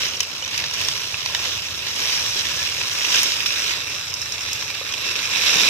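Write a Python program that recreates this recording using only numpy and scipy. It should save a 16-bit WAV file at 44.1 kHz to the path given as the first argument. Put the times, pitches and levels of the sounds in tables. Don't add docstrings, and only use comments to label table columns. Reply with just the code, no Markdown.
import sys
import numpy as np
from scipy import signal
from scipy.fft import rfft, irfft, next_fast_len
from scipy.io import wavfile
from scipy.ndimage import uniform_filter1d

SR = 44100
rng = np.random.default_rng(int(sys.argv[2]) if len(sys.argv) > 2 else 0)


def wrap_up_sound(samples):
    columns = np.atleast_2d(samples).T
    tamed = np.clip(columns, -1, 1)
    steps = np.round(tamed * 32767).astype(np.int16)
    wavfile.write(sys.argv[1], SR, steps)


N = 250929

# start in seconds, level in dB,
# thin leaflets over broad ones in dB, tips over broad leaflets in dB, decay time in ms.
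SNAPS = [(0.0327, -18, -3, -20, 1.5), (0.2039, -11, 4, -7, 2.4), (0.231, -18.5, 3, -6, 1.6),
         (0.424, -22, -1, -20, 1.3), (.478, -24, 4.5, -11, 2), (0.542, -19.5, -4, -27, 5),
         (0.577, -29, 12, 4, 3), (0.639, -15, -7, -25, 2.9), (0.711, -17.5, 0, -14, 1),
         (0.7364, -18, -1, -8, 3.3), (0.812, -17, -5, -10, 3.6), (0.8849, -11, 3.5, -13, 1.3),
         (1.1424, -14.5, -17, -34, 1.6), (1.2599, -9, -7, -15, 0.99), (1.3476, -9.5, -3, -13, 1.7),
         (1.4515, -16.5, -3, -29, 5), (1.868, -19.5, -0.5, -28, 3.5), (2.39, -33, 21, -29, 2.2),
         (2.657, -18, -8, -25, 3), (2.8124, -12, -14, -29, 1.6), (2.95, -19, -8, -25, 3),
         (3.046, -14, -7, -25, 6.6), (3.1, -19, 2, -20, 4), (3.142, -9, -11, -28, 6.3),
         (3.156, -17, 5, -16, 3.3), (3.2315, -12, 2, 1.5, 1.5), (3.403, -17, -21, -13, 7.8),
         (3.458, -13.5, -4, -13, 7.8), (3.505, -16, -14, -27, 2.8), (4.139, -28, 16, 2, 2.2),
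         (4.216, -27.5, 10, 2, 2), (4.257, -24, 4, -12, 1.5), (4.322, -27, 14.5, -5, 1.3),
         (4.418, -31, 14, -18, 1.2), (4.435, -31, 7, -22, 1.1), (4.486, -18, -13, -25, 1.3),
         (4.531, -28.5, 12.5, 10.5, 2.2), (4.624, -16, -6, -25, 2.2), (4.7018, -15.5, -21, -15, 2),
         (4.9237, -19, 5.5, -28, 1.1), (5.392, -16.5, -12, -28, 3.6), (5.463, -12.5, -10, -28, 10)]
# frequency in Hz, left gain in dB, right gain in dB.
PORTS = [(216, -28, -29), (590, -24, -23), (745, -26.5, -30), (1010, -22, -23.5), (1460, -24.5, -23.5),
         (2226, -20, -20), (2675, -20, -13.5), (3300, -23.5, -14.5), (3990, -23, -14.5), (4490, -19, -20),
         (4930, -11.5, -13), (5410, -7, -6), (5900, -12, -9), (7120, -21, -24), (9820, -36.5, -34.5),
         (14420, -33, -32.5), (15400, -47, -99)]


def gain_of(db):
    return 10 ** (np.asarray(db) / 20)


def unit_rms(x):
    return x / np.sqrt(np.mean(x ** 2) + 1e-20)


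def at_frequency(points, hz, column=1):
    table = np.transpose(points)
    return np.interp(np.log(hz + 1), np.log(table[0] + 1), table[column])


def add(mix, start_s, sound):
    part = mix[round(start_s * SR):][:len(sound)]
    part += sound[:len(part)]


def port_response(band_hz, column):
    hz = abs(np.fft.fftfreq(4096, 1 / SR)) + 1
    low, high = band_hz
    band_pass = 1 / np.sqrt((1 + (low / hz) ** 12) * (1 + (hz / high) ** 24))
    log_gain = np.log(gain_of(at_frequency(PORTS, hz, column)) * band_pass + 1e-6)
    phase = -signal.hilbert(log_gain).imag
    return np.fft.ifft(np.exp(log_gain + 1j * phase)).real[:2048]


def port_colour(pair, band_hz):
    taps = np.array([port_response(band_hz, column) for column in (1, 2)])
    return signal.oaconvolve(pair, taps / np.sqrt((taps ** 2).sum() / 2), axes=1)[:, :N]


def at_ports(pair, patchy_db):
    # frequency in Hz, coherence (0-1) in passing, coherence further off.
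    coherences = [(500, .93, .95), (770, .55, .55), (1050, .85, .88), (1500, .45, .7), (1950, .45, .5),
                  (2400, .3, .7), (3200, .3, .2), (3900, .45, .55), (4500, .3, .35), (5200, .55, .3),
                  (6000, .35, .35), (9000, .25, .25)]
    # frequency in Hz, phase in radians in passing, the same further off.
    phase_leads = [(100, 0, 0), (1600, 0, .2), (2050, 3.4, 3.7), (2600, 7.2, 6.1), (3500, 9, 6.2),
                   (4200, 9.6, 8.8), (5200, 9.9, 9.6), (6200, 11.2, 15.4), (16000, 36, 30)]
    # frequency in Hz, left gain in dB, right gain in dB.
    far_colour = [(493, 0, 0), (716, -2.5, -2.5), (960, 1, -1), (2350, 0, 2), (2640, -1, 2.5),
                  (2980, -2.5, -4.5), (3830, -3, 2), (4450, -2.5, -3.5), (4900, -0.5, 0)]
    turn_s, moving_off_s = (3.54, 3.82), (1.5, 5.4)
    hz, t, (left, independent) = signal.stft(pair, SR, nperseg=512, noverlap=384)
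    hz = hz[:, None]
    turned = np.interp(t, turn_s, [0, 1])
    moved_off = np.interp(t, moving_off_s, [0, 1])
    coherence, lead = (at_frequency(table, hz, 1) * (1 - turned) + at_frequency(table, hz, 2) * turned
                       for table in (coherences, phase_leads))
    distance_db = np.array([at_frequency(far_colour, hz, column) * moved_off for column in (1, 2)])
    shared = left * gain_of(at_frequency(PORTS, hz, 2) - at_frequency(PORTS, hz, 1)) * np.exp(-1j * lead)
    right = coherence * shared + np.sqrt(1 - coherence ** 2) * independent
    patches = uniform_filter1d(rng.standard_normal(left.shape), size=6, axis=0)
    patches = unit_rms(uniform_filter1d(patches, size=24, axis=1))
    spectra = np.array([left, right]) * gain_of(patchy_db * patches + distance_db)
    return signal.istft(spectra, SR, nperseg=512, noverlap=384)[1][:, :N]


def grains(busy, per_s, spread_db, decay_ms):
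    energies = gain_of(2 * spread_db * np.minimum(rng.exponential(1, N), 2.8))
    struck = rng.random(N) < busy * per_s / SR
    power = signal.lfilter([1], [1, -np.exp(-2000 / (decay_ms * SR))], energies * struck / busy)
    return power / power.mean()


def snap_envelope(register):
    out, ms = np.zeros(N), np.arange(1300) / SR * 1000
    echo = 0.16 * np.exp(-ms / 9)
    for start, level_db, thin_db, tips_db, decay_ms in SNAPS:
        register_db = {"broad": 0, "thin": thin_db, "stalks": -np.inf, "tips": tips_db}[register]
        rise = 1 - np.exp(-ms / (0.24 * decay_ms))
        add(out, start, gain_of(level_db + register_db) * rise * (np.exp(-ms / decay_ms) + echo))
    return out


def fronds():
    # time in seconds, level of the broad leaflets in dB.
    drag = [(0.0, -22.5), (.06, -24.5), (.12, -29), (0.3, -32.5), (0.51, -29), (.6, -25), (.7, -30),
            (.82, -24.5), (.96, -28.5), (1.26, -29), (1.47, -24.5), (1.65, -30), (1.85, -28.5), (2.08, -23),
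            (2.28, -25.5), (2.62, -24.5), (2.77, -26.5), (2.95, -25), (3.05, -22.5), (3.18, -19),
            (3.38, -25.5), (3.71, -23), (3.82, -28), (3.97, -29), (4.17, -32.5), (4.52, -27.5), (4.81, -30),
            (5.04, -26), (5.14, -24), (5.28, -24.5), (5.4, -20.5), (5.49, -17.5), (5.62, -15.5),
            (5.69, -16.5)]
    # time in seconds, treble over its usual level in dB.
    brightness = [(0, -1), (.3, -1.5), (.62, -4.5), (.85, 0), (1.25, -2), (1.9, -1.5), (2.15, 1),
                  (2.45, -0.5), (3.05, 0), (3.4, 0), (3.8, -2.5), (4.2, 0), (4.55, -1.5), (5.05, -3),
                  (5.3, -2), (5.69, -1.5)]
    usual_db, landing_s, landing_rise_s = -27, 5.45, 0.22
    t = np.arange(N) / SR
    pull_db = np.interp(t, *np.transpose(drag)) - usual_db
    bright_db = np.interp(t, *np.transpose(brightness))
    landed_db = 2.5 * np.clip((t - landing_s) / landing_rise_s, 0, 1)
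    busy = gain_of(.35 * pull_db)
    ticks = grains(busy, per_s=400, spread_db=2.8, decay_ms=.9)
    scrapes = uniform_filter1d(grains(busy, per_s=60, spread_db=1.0, decay_ms=20.0), size=700)
    # register, band in Hz, level over the broad leaflets in dB, dB gained per dB of pull,
    # power shares of the common ticks, the common scrapes and the register's own ticks.
    registers = [("broad", (1500, 4500), 0, 1, .3, .12, .36),
                 ("thin", (4500, 8000), -1.43 + bright_db, .9, .26, .12, .38),
                 ("stalks", (170, 1500), -13.5 + landed_db, .72, .18, .12, .22),
                 ("tips", (8000, 17000), -11.0 + 0.61 * bright_db, .88, .2, .1, .3)]
    out = np.zeros((2, N))
    for register, band_hz, offset_db, follow, tick_share, scrape_share, own_share in registers:
        own_ticks = grains(busy, per_s=400, spread_db=2.4, decay_ms=3.2)
        blur = 1 - tick_share - scrape_share - own_share
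        power = tick_share * ticks + scrape_share * scrapes + own_share * own_ticks + blur
        level = gain_of(usual_db + offset_db + follow * pull_db)
        rustle = level * np.sqrt(power) * rng.standard_normal((2, N))
        cracks = snap_envelope(register) * rng.choice([-1, 1], (2, N))
        out += port_colour(rustle + cracks, band_hz)
    return at_ports(out, patchy_db=1.28)


def rumble():
    # frequency in Hz, relative spectral density in dB.
    spectrum = [(25, -28), (70, -0.5), (87, 4.5), (118, 1.5), (167, -5), (260, -36), (570, -120)]
    # time in seconds, level in dB.
    swell = [(0, -46), (.3, -53), (.7, -44), (1.2, -46.5), (2.1, -45), (2.8, -45), (3.3, -49.5), (3.8, -47),
             (5.69, -47.5)]
    size = next_fast_len(N)
    common, apart = rng.standard_normal((2, size))
    colour = gain_of(at_frequency(spectrum, np.fft.rfftfreq(size, 1 / SR)))
    noise = irfft(rfft([common + 0.21 * apart, common - 0.12 * apart]) * colour, size)[:, :N]
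    level = gain_of(np.interp(np.arange(N) / SR, *np.transpose(swell)))
    return level * unit_rms(noise)


def stems():
    # nominal frequency in Hz, relative level in dB, 60 dB decay in seconds.
    modes = [(1043, 5.5, 0.017), (1820, 2, 0.022)]
    ring_db, pitch_spread = -16.5, .1
    out, t = np.zeros(N), np.arange(2000) / SR
    rise = 1 - np.exp(-t / 0.0003)
    tunings = 1 + pitch_spread * rng.uniform(-1, 1, (len(SNAPS), len(modes)))
    for (start, snap_db, *_), tuning in zip(SNAPS, tunings):
        ring = sum(gain_of(db - 60 * t / t60) * np.sin(2 * np.pi * hz * ratio * t)
                   for (hz, db, t60), ratio in zip(modes, tuning))
        add(out, start, gain_of(snap_db + ring_db) * ring * rise)
    return out


def midrib_pings():
    # start in seconds,
    # level in dB, pitch in Hz, decay time in ms.
    flicks = [(.0335, -16, 3900, 1.5), (.0575, -18, 5000, 2), (.1695, -19.5, 5700, 2),
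              (.2085, -16, 3020, 2.5), (.4275, -22, 2970, 5), (.848, -18.5, 5370, 3),
              (1.1425, -16.5, 2600, 2.2), (1.26, -19.5, 2520, 3.3), (1.298, -32, 1010, 4.5),
              (1.3486, -20, 1860, 4), (1.3495, -16.5, 2960, 2.6)]
    left_over_right_db = -5
    out, ms = np.zeros(N), np.arange(1300) / SR * 1000
    for start, level_db, hz, decay_ms in flicks:
        age = 2 * ms / decay_ms
        envelope = age * np.exp(1 - age)
        add(out, start, gain_of(level_db) * envelope * np.sin(2 * np.pi * hz * ms / 1000))
    return out * gain_of([[left_over_right_db / 2], [-left_over_right_db / 2]])


def stalk_knocks():
    # start in seconds, level in dB, pitch of the lower mode in Hz.
    blows = [(0.426, -32.5, 520), (2.358, -29, 400), (4.8128, -25, 544), (5.559, -22, 198)]
    out, t = np.zeros(N), np.arange(1500) / SR
    rise = 1 - np.exp(-t / 0.00045)
    for start, level_db, hz in blows:
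        lower = np.sin(2 * np.pi * hz * t) * np.exp(-t / 0.0046)
        upper = np.sin(2 * np.pi * 2.27 * hz * t) * np.exp(-t / 0.0036)
        add(out, start, gain_of(level_db) * (lower + upper) * rise)
    return out


def far_whistle():
    # time in seconds, pitch in Hz, level in dB before the fade.
    glides = [
        [(2.56, 1760, -44), (2.58, 1694, -33.5), (2.66, 1754, -41)],
    ]
    out = np.zeros(N)
    for points in glides:
        times, hz, level_db = np.transpose(points)
        t = np.arange(times[0], times[-1], 1 / SR)
        tone = np.sqrt(2) * np.sin(2 * np.pi * np.cumsum(np.interp(t, times, hz)) / SR)
        fade = np.hanning(len(t)) ** .5
        add(out, times[0], gain_of(np.interp(t, times, level_db)) * tone * fade)
    return out


def scene():
    return fronds() + stems() + midrib_pings() + stalk_knocks() + far_whistle() + rumble()


def record(dry):
    low_pass = signal.firwin(511, cutoff=15750, window=("kaiser", 9), fs=SR)
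    return signal.oaconvolve(np.clip(dry, -1, 1), low_pass[None], "same")


dry = scene()
out = record(dry)
wrap_up_sound(out)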